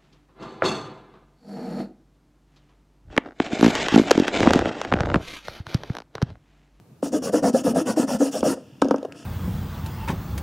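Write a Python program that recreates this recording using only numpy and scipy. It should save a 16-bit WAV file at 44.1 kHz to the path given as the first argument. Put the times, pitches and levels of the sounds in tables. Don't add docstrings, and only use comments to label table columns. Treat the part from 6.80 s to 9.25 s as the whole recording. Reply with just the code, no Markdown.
import sys
import numpy as np
from scipy import signal
from scipy.fft import rfft, irfft
from scipy.io import wavfile
from scipy.ndimage import uniform_filter1d

SR = 44100
rng = np.random.default_rng(int(sys.argv[2]) if len(sys.argv) > 2 else 0)


def master_out(mix):
    frames = np.transpose(np.atleast_2d(mix))
    ceiling = np.clip(frames, -1, 1)
    pcm = np.round(ceiling * 32767).astype(np.int16)
    wavfile.write(sys.argv[1], SR, pcm)


def magnitude_from_level(level_db):
    exponent = np.asarray(level_db, float) / 20
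    return 10 ** exponent


N = 108045


def evened(x):
    return x / np.sqrt(np.mean(x ** 2) + 1e-20)


def read(points, hz):
    f, value = np.transpose(points)
    return np.interp(np.log(hz + 1), np.log(f + 1), value)


def add(mix, start_s, sound):
    part = mix[round(start_s * SR):][:len(sound)]
    part += sound[:len(part)]


def resonate(x, hz, width_hz):
    turn = np.exp(2j * np.pi * hz * np.arange(len(x)) / SR)
    r = np.exp(-np.pi * width_hz / SR)
    return 2 * (turn * signal.lfilter([1 - r], [1, -r], x / turn)).real


def ring(modes, rise_s, bright_db=0., shift_db=0., tune=0.99):
    t = np.arange(SR // 5) / SR
    hz, db, t60_s = np.transpose(modes)[:, :, None]
    sizes = magnitude_from_level(shift_db + db + bright_db * np.log2(hz / hz[1]) - 60 * t / t60_s)
    out = (sizes * np.sin(2 * np.pi * tune * hz * t)).sum(0)
    out = out * (1 - np.exp(-(t / rise_s) ** 2))
    return out / abs(out).max()


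def shake(force, modes, tune):
    out, energy = np.zeros(N), 0
    for hz, db, t60_s in modes:
        turn = np.exp(2j * np.pi * np.cumsum(hz * tune) / SR)
        r = 10 ** (-3 / (t60_s * SR))
        out += magnitude_from_level(db) * (turn * signal.lfilter([1], [1, -r], force / turn)).imag
        energy += magnitude_from_level(2 * db) / (2 - 2 * r ** 2)
    return out / np.sqrt(energy)


def grains(per_s, spread_db):
    hit = rng.random(N) < per_s / SR
    sign, size = rng.standard_normal(N), rng.exponential(1, N)
    return hit * sign * magnitude_from_level(spread_db * np.minimum(size, 4))


# centre in Hz, width in Hz, level in dB.
COLOUR = [(2510, 590, -10), (2836, 800, -5), (3584, 280, -9), (4630, 1160, -8.5), (5570, 630, -0.5),
          (6780, 1070, -4), (8320, 1000, -5), (9570, 1580, -6.5), (13300, 2460, -16), (15000, 3700, -22)]


def grit(x, tilt_db=0., wander_db=0.):
    hop = 900
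    slow = rng.standard_normal((N // hop + 2, len(COLOUR)))
    out = np.zeros(N)
    for k, (hz, width_hz, db) in enumerate(COLOUR):
        swell = np.interp(np.arange(N) / hop, np.arange(len(slow)), slow[:, k])
        gain = magnitude_from_level(db + tilt_db * np.log2(hz / 5000) + wander_db * swell)
        out += (-1) ** k * gain * resonate(resonate(x, hz, width_hz), hz, 2 * width_hz)
    return out


# frequency in Hz, level in dB per Hz.
AIR_SPECTRUM = [(18, -77), (30, -80), (75, -47), (115, 3.5), (153, -1), (394, -13.5), (554, -16.5),
                (2170, -34), (16000, -41)]
# frequency in Hz, left-right correlation from -1 to 1.
AIR_LIKENESS = [(30, 0.77), (150, 1), (16000, 0.22)]


def air():
    level_db, patch_db = -51.5, 0.88
    frames, hz = N // 256 + 5, np.fft.rfftfreq(1024, 1 / SR)
    a, b, c, d, patches = rng.standard_normal((frames, 513, 5)).T
    patches = evened(uniform_filter1d(uniform_filter1d(patches, 10, 0), 12, 1))
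    same = np.clip(read(AIR_LIKENESS, hz), -1, 1)[:, None]
    left = a + 1j * b
    z = np.array([left, same * left + np.sqrt(1 - same ** 2) * (c + 1j * d)])
    z *= magnitude_from_level(read(AIR_SPECTRUM, hz)[:, None] + patch_db * patches)
    return magnitude_from_level(level_db) * evened(signal.istft(z, nperseg=1024, noverlap=768)[1][:, :N])


def room(x, t60_s, first=200):
    taps, t = np.zeros(SR // 2), np.arange(SR // 2) / SR
    at = np.arange(int(first), SR // 2 - 20, 20)
    taps[at + rng.integers(0, 20, len(at))] = rng.choice([-1., 1.], len(at))
    taps *= magnitude_from_level(-60 * t / t60_s)
    return signal.oaconvolve(x, taps / np.linalg.norm(taps))[:N]


# frequency in Hz, level in dB, t60 in seconds.
BOOM_MODES = [(190, -17, 0.32), (229.7, -6, 0.3), (277.7, 7, 0.077), (305, -15, 0.22)]
# frequency in Hz, level in dB, t60 in seconds.
DRUM_MODES = [(446, -8, 0.053), (509, 1.5, 0.05), (607.7, 0, 0.041), (679.6, -7, 0.077), (883, -6.5, 0.018),
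              (986, -2.5, 0.0084), (1288, -8, 0.02), (1657, -17.5, 0.033), (1750, -44, 0.012)]
# start in seconds, length in seconds, hiss in dB, dull-to-bright mix (-14 or less all
# dull, 0 or more all bright), rumble in dB.
BRUSHES = [
    (1.7, 0.42, -63.5, -20.5, -54.5),
    (1.994, 0.27, -62, -16, -41),
    (2.213, 0.18, -71, -18, -45),
    (2.34, 0.12, -51.5, 2, -40.5),
    (2.414, 0.17, -83, 0, -43.5),
]


def cloth():
    t, out, force = np.arange(N) / SR, np.zeros(N), np.zeros(N)
    bright = evened(grit(grains(21000, 0.94), -6.5, 1.0))
    dull = evened(resonate(bright, 2700.0, 2600.0))
    for start_s, length_s, hiss_db, tilt_db, rumble_db in BRUSHES:
        arch = np.sin(np.pi * np.clip((t - start_s) / length_s, 0, 1)) ** 0.82
        dull_share = np.clip(-tilt_db / 14, 0, 1)
        out += magnitude_from_level(hiss_db) * arch * (dull_share * dull + (1 - dull_share) * bright)
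        force += magnitude_from_level(rumble_db) * arch
    tap = ring(BOOM_MODES, 0.0029) + magnitude_from_level(-2.0) * ring(DRUM_MODES, 0.00041, 10.3)
    return out + signal.oaconvolve(evened(grains(700, 0.74)) * force, tap / np.linalg.norm(tap))[:N]


# frequency in Hz, level in dB, t60 in seconds.
WALL_MODES = [(521, 9.5, 0.029), (615, -47, 0.0043), (937, 0.5, 0.038), (1038, -3.5, 0.047),
              (1270, -3.5, 0.041), (1580, -12, 0.049), (2400, -26, 0.021), (2900, -18, 0.01)]
# start in seconds, drum in dB, boom in dB, tick in dB, tick in Hz.
KNOCKS = [(1.606, -23, -24, -32, 4900), (1.6285, -7, -7, -38, 2330), (2.0195, -2, 0, -25.5, 2900),
          (2.053, -13, -10.5, -43, 2800), (2.0843, -17, -13.5, -36, 6260), (2.1088, -4, -1, -31, 5000),
          (2.1418, -7, -8, -58, 5500), (2.1598, -21, -39, -41, 5200), (2.182, -26, -22, -45, 6500),
          (2.2285, -19, -38, -43.5, 3620), (2.2487, -17.5, -30, -44, 6500),
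          (2.3222, -36.5, -46, -39.5, 1650), (2.073, -23, -23, -58, 5000), (2.2515, -14, -26, -48, 3020),
          (2.113, -10, -17, -39, 3000), (2.2855, -32, -49, -65, 3000), (2.3464, -44, -47, -57, 5000)]
# start in seconds, drum in dB, boom in dB, tick in dB, tick in
# Hz.
MORE_KNOCKS = [
    (0.2273, -10, -20, -46, 3080),
    (2.0169, -18.5, -42, -26.5, 2900),
    (2.0449, -15.5, -5, -40.5, 5200),
]


def knocks():
    drum_gain_db, boom_gain_db, tick_gain_db = -1, -5.5, 10.5
    click_gain_db, rattle_db, tick_ring_db, tick_tilt_db = -36, -24, 2.5, -8.5
    push_s, tick_rise_s, tick_t60_s, click_t60_s = 0.00085, 0.00057, 0.012, 0.002
    out, ticks, t = np.zeros(N), np.zeros(N), np.arange(1500) / SR
    rows = list(KNOCKS) + list(MORE_KNOCKS)
    damp = np.maximum(np.exp(-(t / 0.0071) ** 4), magnitude_from_level(-7.5))
    fade = np.hanning(2 * len(t))[len(t):]
    puffs = rng.standard_normal((len(rows), len(t)))
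    for (s, drum_db, boom_db, tick_db, tick_hz), puff in zip(rows, puffs):
        wall = ring(WALL_MODES, push_s, 1.3 * (drum_db + 4.5))[:len(t)]
        add(out, s, magnitude_from_level(drum_db + drum_gain_db) * wall * damp)
        add(out, s, magnitude_from_level(boom_db + boom_gain_db) * ring(BOOM_MODES[1:3], 4.1 * push_s))
        tick = magnitude_from_level(tick_db + tick_gain_db - 60 * t / tick_t60_s) * puff * np.minimum(t / tick_rise_s, 1)
        rattle = magnitude_from_level(tick_db + tick_gain_db + rattle_db) * puff * fade
        add(ticks, s, tick + rattle)
        add(out, s, magnitude_from_level(drum_db + click_gain_db - 60 * t / click_t60_s) * puff[::-1])
        add(out, s, magnitude_from_level(tick_ring_db) * resonate(resonate(tick, tick_hz, 1200.0), tick_hz, 1700.0))
    return out + grit(ticks, tick_tilt_db)


# start in seconds, level in dB.
SWAYS = [(0.228, -45), (0.312, -48), (0.411, -41), (0.514, -44), (0.609, -40), (0.821, -48), (0.929, -37),
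         (0.929, -43), (1.328, -33), (1.609, -25.5), (1.999, -55), (2.013, -34), (2.085, -34.5)]


def sways():
    out, hz = np.zeros(N), 56
    modes = [(hz, 0, 0.1), (1.4 * hz, -4, .08)]
    for (s, db), tune in zip(SWAYS, rng.uniform(0.74, 1.58, len(SWAYS))):
        add(out, s - .005, magnitude_from_level(db - 11) * ring(modes, 0.03, tune=tune))
    return out


# start in seconds, level in dB, pitch in Hz, t60 in seconds.
THUMPS = [(0.231, -16.5, 279, 0.098), (0.302, -30, 235, 0.097), (0.344, -13.5, 298, 0.068),
          (0.379, -20, 259, 0.16), (0.422, -20, 282, 0.033), (0.502, -25.5, 217, 0.1),
          (0.539, -11, 299, 0.074), (0.569, -18.5, 312, 0.12), (0.624, -17.5, 273, 0.078),
          (0.659, -35, 253, 0.044), (0.696, -14, 242, 0.075), (0.741, -6, 244.5, 0.04),
          (0.79, -22, 262.6, 0.21), (0.848, -12, 282, 0.11), (0.87, -27, 278.6, 0.12),
          (0.9, -11.5, 237, 0.098), (0.939, -18, 268, 0.11), (0.977, -9, 261.3, 0.04),
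          (1.012, -16.5, 321, 0.1), (1.062, -17, 263.3, 0.064), (1.094, -17.5, 224, 0.21),
          (1.172, -11.5, 316, 0.069), (1.197, -5.5, 255.5, 0.039), (1.236, -14, 276.5, 0.086),
          (1.316, -17, 248, 0.11), (1.342, -20, 213, 0.23), (1.403, -10, 277.8, 0.17),
          (1.424, -11, 278.8, 0.13), (1.469, -22.5, 283, 0.11), (1.549, -30, 217, 0.071),
          (1.589, -24, 241, 0.084), (1.632, -15, 259, 0.13), (1.678, -11, 277.7, 0.062),
          (1.718, -13.5, 275, 0.03)]


def thumps():
    out = np.zeros(N)
    for s, db, hz, t60_s in THUMPS:
        modes = [(hz, 0, t60_s + 0.016), (1.228 * hz, -12, .06)]
        add(out, s - .003, magnitude_from_level(db + 0.5) * ring(modes, 0.0042))
    return out


# start in seconds, drum in dB, favoured spot in Hz.
CATCHES = [(0.259, -20.5, 397), (0.331, -14, 500), (0.338, -21.5, 610), (0.349, -22, 630),
           (0.427, -24, 437), (0.532, -16, 527), (0.542, -8, 555), (0.571, -27, 530), (0.642, -13, 670),
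           (0.664, -17, 520), (0.695, -25, 500), (0.747, -5.5, 476), (0.756, -11.5, 603), (0.847, -22, 490),
           (0.867, -10, 420), (0.936, -23.5, 626), (0.96, -11, 654), (0.979, -24, 626), (1.069, -24, 540),
           (1.086, -16.5, 485), (1.175, -12.5, 580), (1.199, -21.5, 467), (1.239, -36, 840),
           (1.292, -21, 615), (1.332, -24, 600), (1.35, -24, 600), (1.407, -14, 384), (1.416, -11, 549),
           (1.455, -21, 538), (1.543, -24, 658), (1.553, -19.5, 530), (1.563, -17.5, 610),
           (1.643, -13.5, 610), (1.654, -12, 567), (1.667, -12.5, 540), (1.70, -34, 493),
           (1.735, -24.5, 434), (1.773, -27.5, 542), (1.803, -43, 600), (1.826, -46, 467)]


def catches():
    spot_db, spot_oct, gain_db, push_s = 11.5, 0.2, -1.5, 0.0034
    out, hz = np.zeros(N), np.transpose(DRUM_MODES)[0][:, None]
    tunes = 1 + 0.037 * rng.uniform(-1.2, 1, len(CATCHES))
    for (s, drum_db, spot_hz), tune in zip(CATCHES, tunes):
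        near_db = spot_db * np.exp(-(np.log2(hz / spot_hz) / spot_oct) ** 2)
        add(out, s - .002, magnitude_from_level(drum_db + gain_db) * ring(DRUM_MODES, push_s, 0., near_db, tune))
    return out


# start in seconds, length in seconds, hiss in dB, boom in dB, drum in dB.
STROKES = [(0.224, 0.077, -43.5, -17.5, -36), (0.319, 0.075, -41, -15.5, -19),
           (0.42, 0.087, -39, -21.5, -19.5), (0.522, 0.087, -39.5, -18.5, -21.5),
           (0.625, 0.088, -37, -12.5, -13), (0.729, 0.097, -39, -15, -27.5),
           (0.835, 0.099, -39, -14, -17.5), (0.945, 0.092, -39, -14.5, -18),
           (1.055, 0.091, -37.5, -20.5, -21.5), (1.161, 0.097, -38.5, -18.5, -18.5),
           (1.271, 0.11, -38, -20, -22), (1.387, 0.12, -39.5, -26.5, -27),
           (1.511, 0.11, -39.5, -25.5, -32.5), (1.633, 0.12, -36, -15, -22)]


def strokes():
    rise, fall, skew = 0.83, 0.99, 0.95
    hiss_gain_db, boom_gain_db, drum_gain_db, rim_gain_db = 3, -5.5, -3.5, -2
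    t, speed = np.arange(N) / SR, np.zeros((3, N))
    for start_s, length_s, *dbs in STROKES:
        u = np.clip((t - start_s + 0.0013) / (length_s + 0.00083), 0, 1) ** skew
        speed += magnitude_from_level(dbs)[:, None] * (2 * u) ** rise * (2 - 2 * u) ** fall
    hiss_speed, boom_speed, drum_speed = speed

    hiss = evened(grit(grains(30000, 1.5), wander_db=2.5)) * hiss_speed * magnitude_from_level(hiss_gain_db)
    hiss = hiss + magnitude_from_level(19) * hiss_speed * resonate(hiss, 5840, 1700.0)

    clumps_db = 4 * np.interp(t / 0.011, np.arange(400), rng.standard_normal(400))
    fine = evened(grains(1500, 0))
    slips = evened(fine * magnitude_from_level(clumps_db))
    lag_s, push_s = np.arange(300) / SR, 0.00069
    push = lag_s * np.exp(-4 * lag_s / push_s)
    soft = signal.oaconvolve(slips, push / push.sum())[:N]

    glides = zip((0.139, 0.139, 0.1), rng.standard_normal((3, 60)))
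    boom_tune, drum_tune, rim_tune = (1 + g * np.interp(t / 0.076, np.arange(60), bend) for g, bend in glides)
    rims = [(hz, db + 2.2 * np.log2(hz / 1000), t60_s) for hz, db, t60_s in DRUM_MODES[4:]]
    rub = uniform_filter1d(fine + slips, size=12) / 2
    rub = rub * np.sqrt(hiss_speed * drum_speed) * magnitude_from_level(rim_gain_db)
    rim = shake(rub, rims, rim_tune)
    boom = shake(soft * boom_speed * magnitude_from_level(boom_gain_db), BOOM_MODES, boom_tune)
    drum = shake(soft * drum_speed * magnitude_from_level(drum_gain_db), DRUM_MODES[:4], drum_tune)
    return hiss + rim + boom + drum


# frequency in Hz, level in dB.
WIDE_ECHO = [(60, -16), (250, -22), (700, -25), (1290, -15.5), (2400, -24.5), (4400, -34), (8100, -20),
             (15000, -12)]
# frequency in Hz, left minus right in dB.
LEAN = [(60, -0.5), (180, 0), (550, 0.0), (1200, .8), (4400, 0), (8500, 2.2), (12500, .3)]


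def scene():
    near = strokes() + catches() + knocks() + cloth() + thumps()
    near = near + magnitude_from_level(-14.5) * uniform_filter1d(room(near, 0.38), size=3)
    hz = np.fft.rfftfreq(N, 1 / SR)
    ratio = 1j * hz / 150
    cut = (ratio / (1 + ratio)) ** 3
    mid = rfft(near) * cut
    side = rfft(room(near, 0.01, 5.1)) * cut * magnitude_from_level(read(WIDE_ECHO, hz))
    port = magnitude_from_level(read(LEAN, hz) / 2)
    ports = irfft(np.array([mid * port + side, mid / port - side]), N)
    return ports + air() + sways() * magnitude_from_level([[-1.5], [1.5]])


def roll_off(x):
    return signal.sosfilt(signal.butter(12, 16470, fs=SR, output="sos"), x)


def record(dry):
    low_pass = signal.firwin(511, 15780, window=("kaiser", 9), fs=SR)
    mix = signal.oaconvolve(dry, low_pass[None], "same")
    return roll_off(mix)


dry = scene()
out = record(dry)
master_out(out)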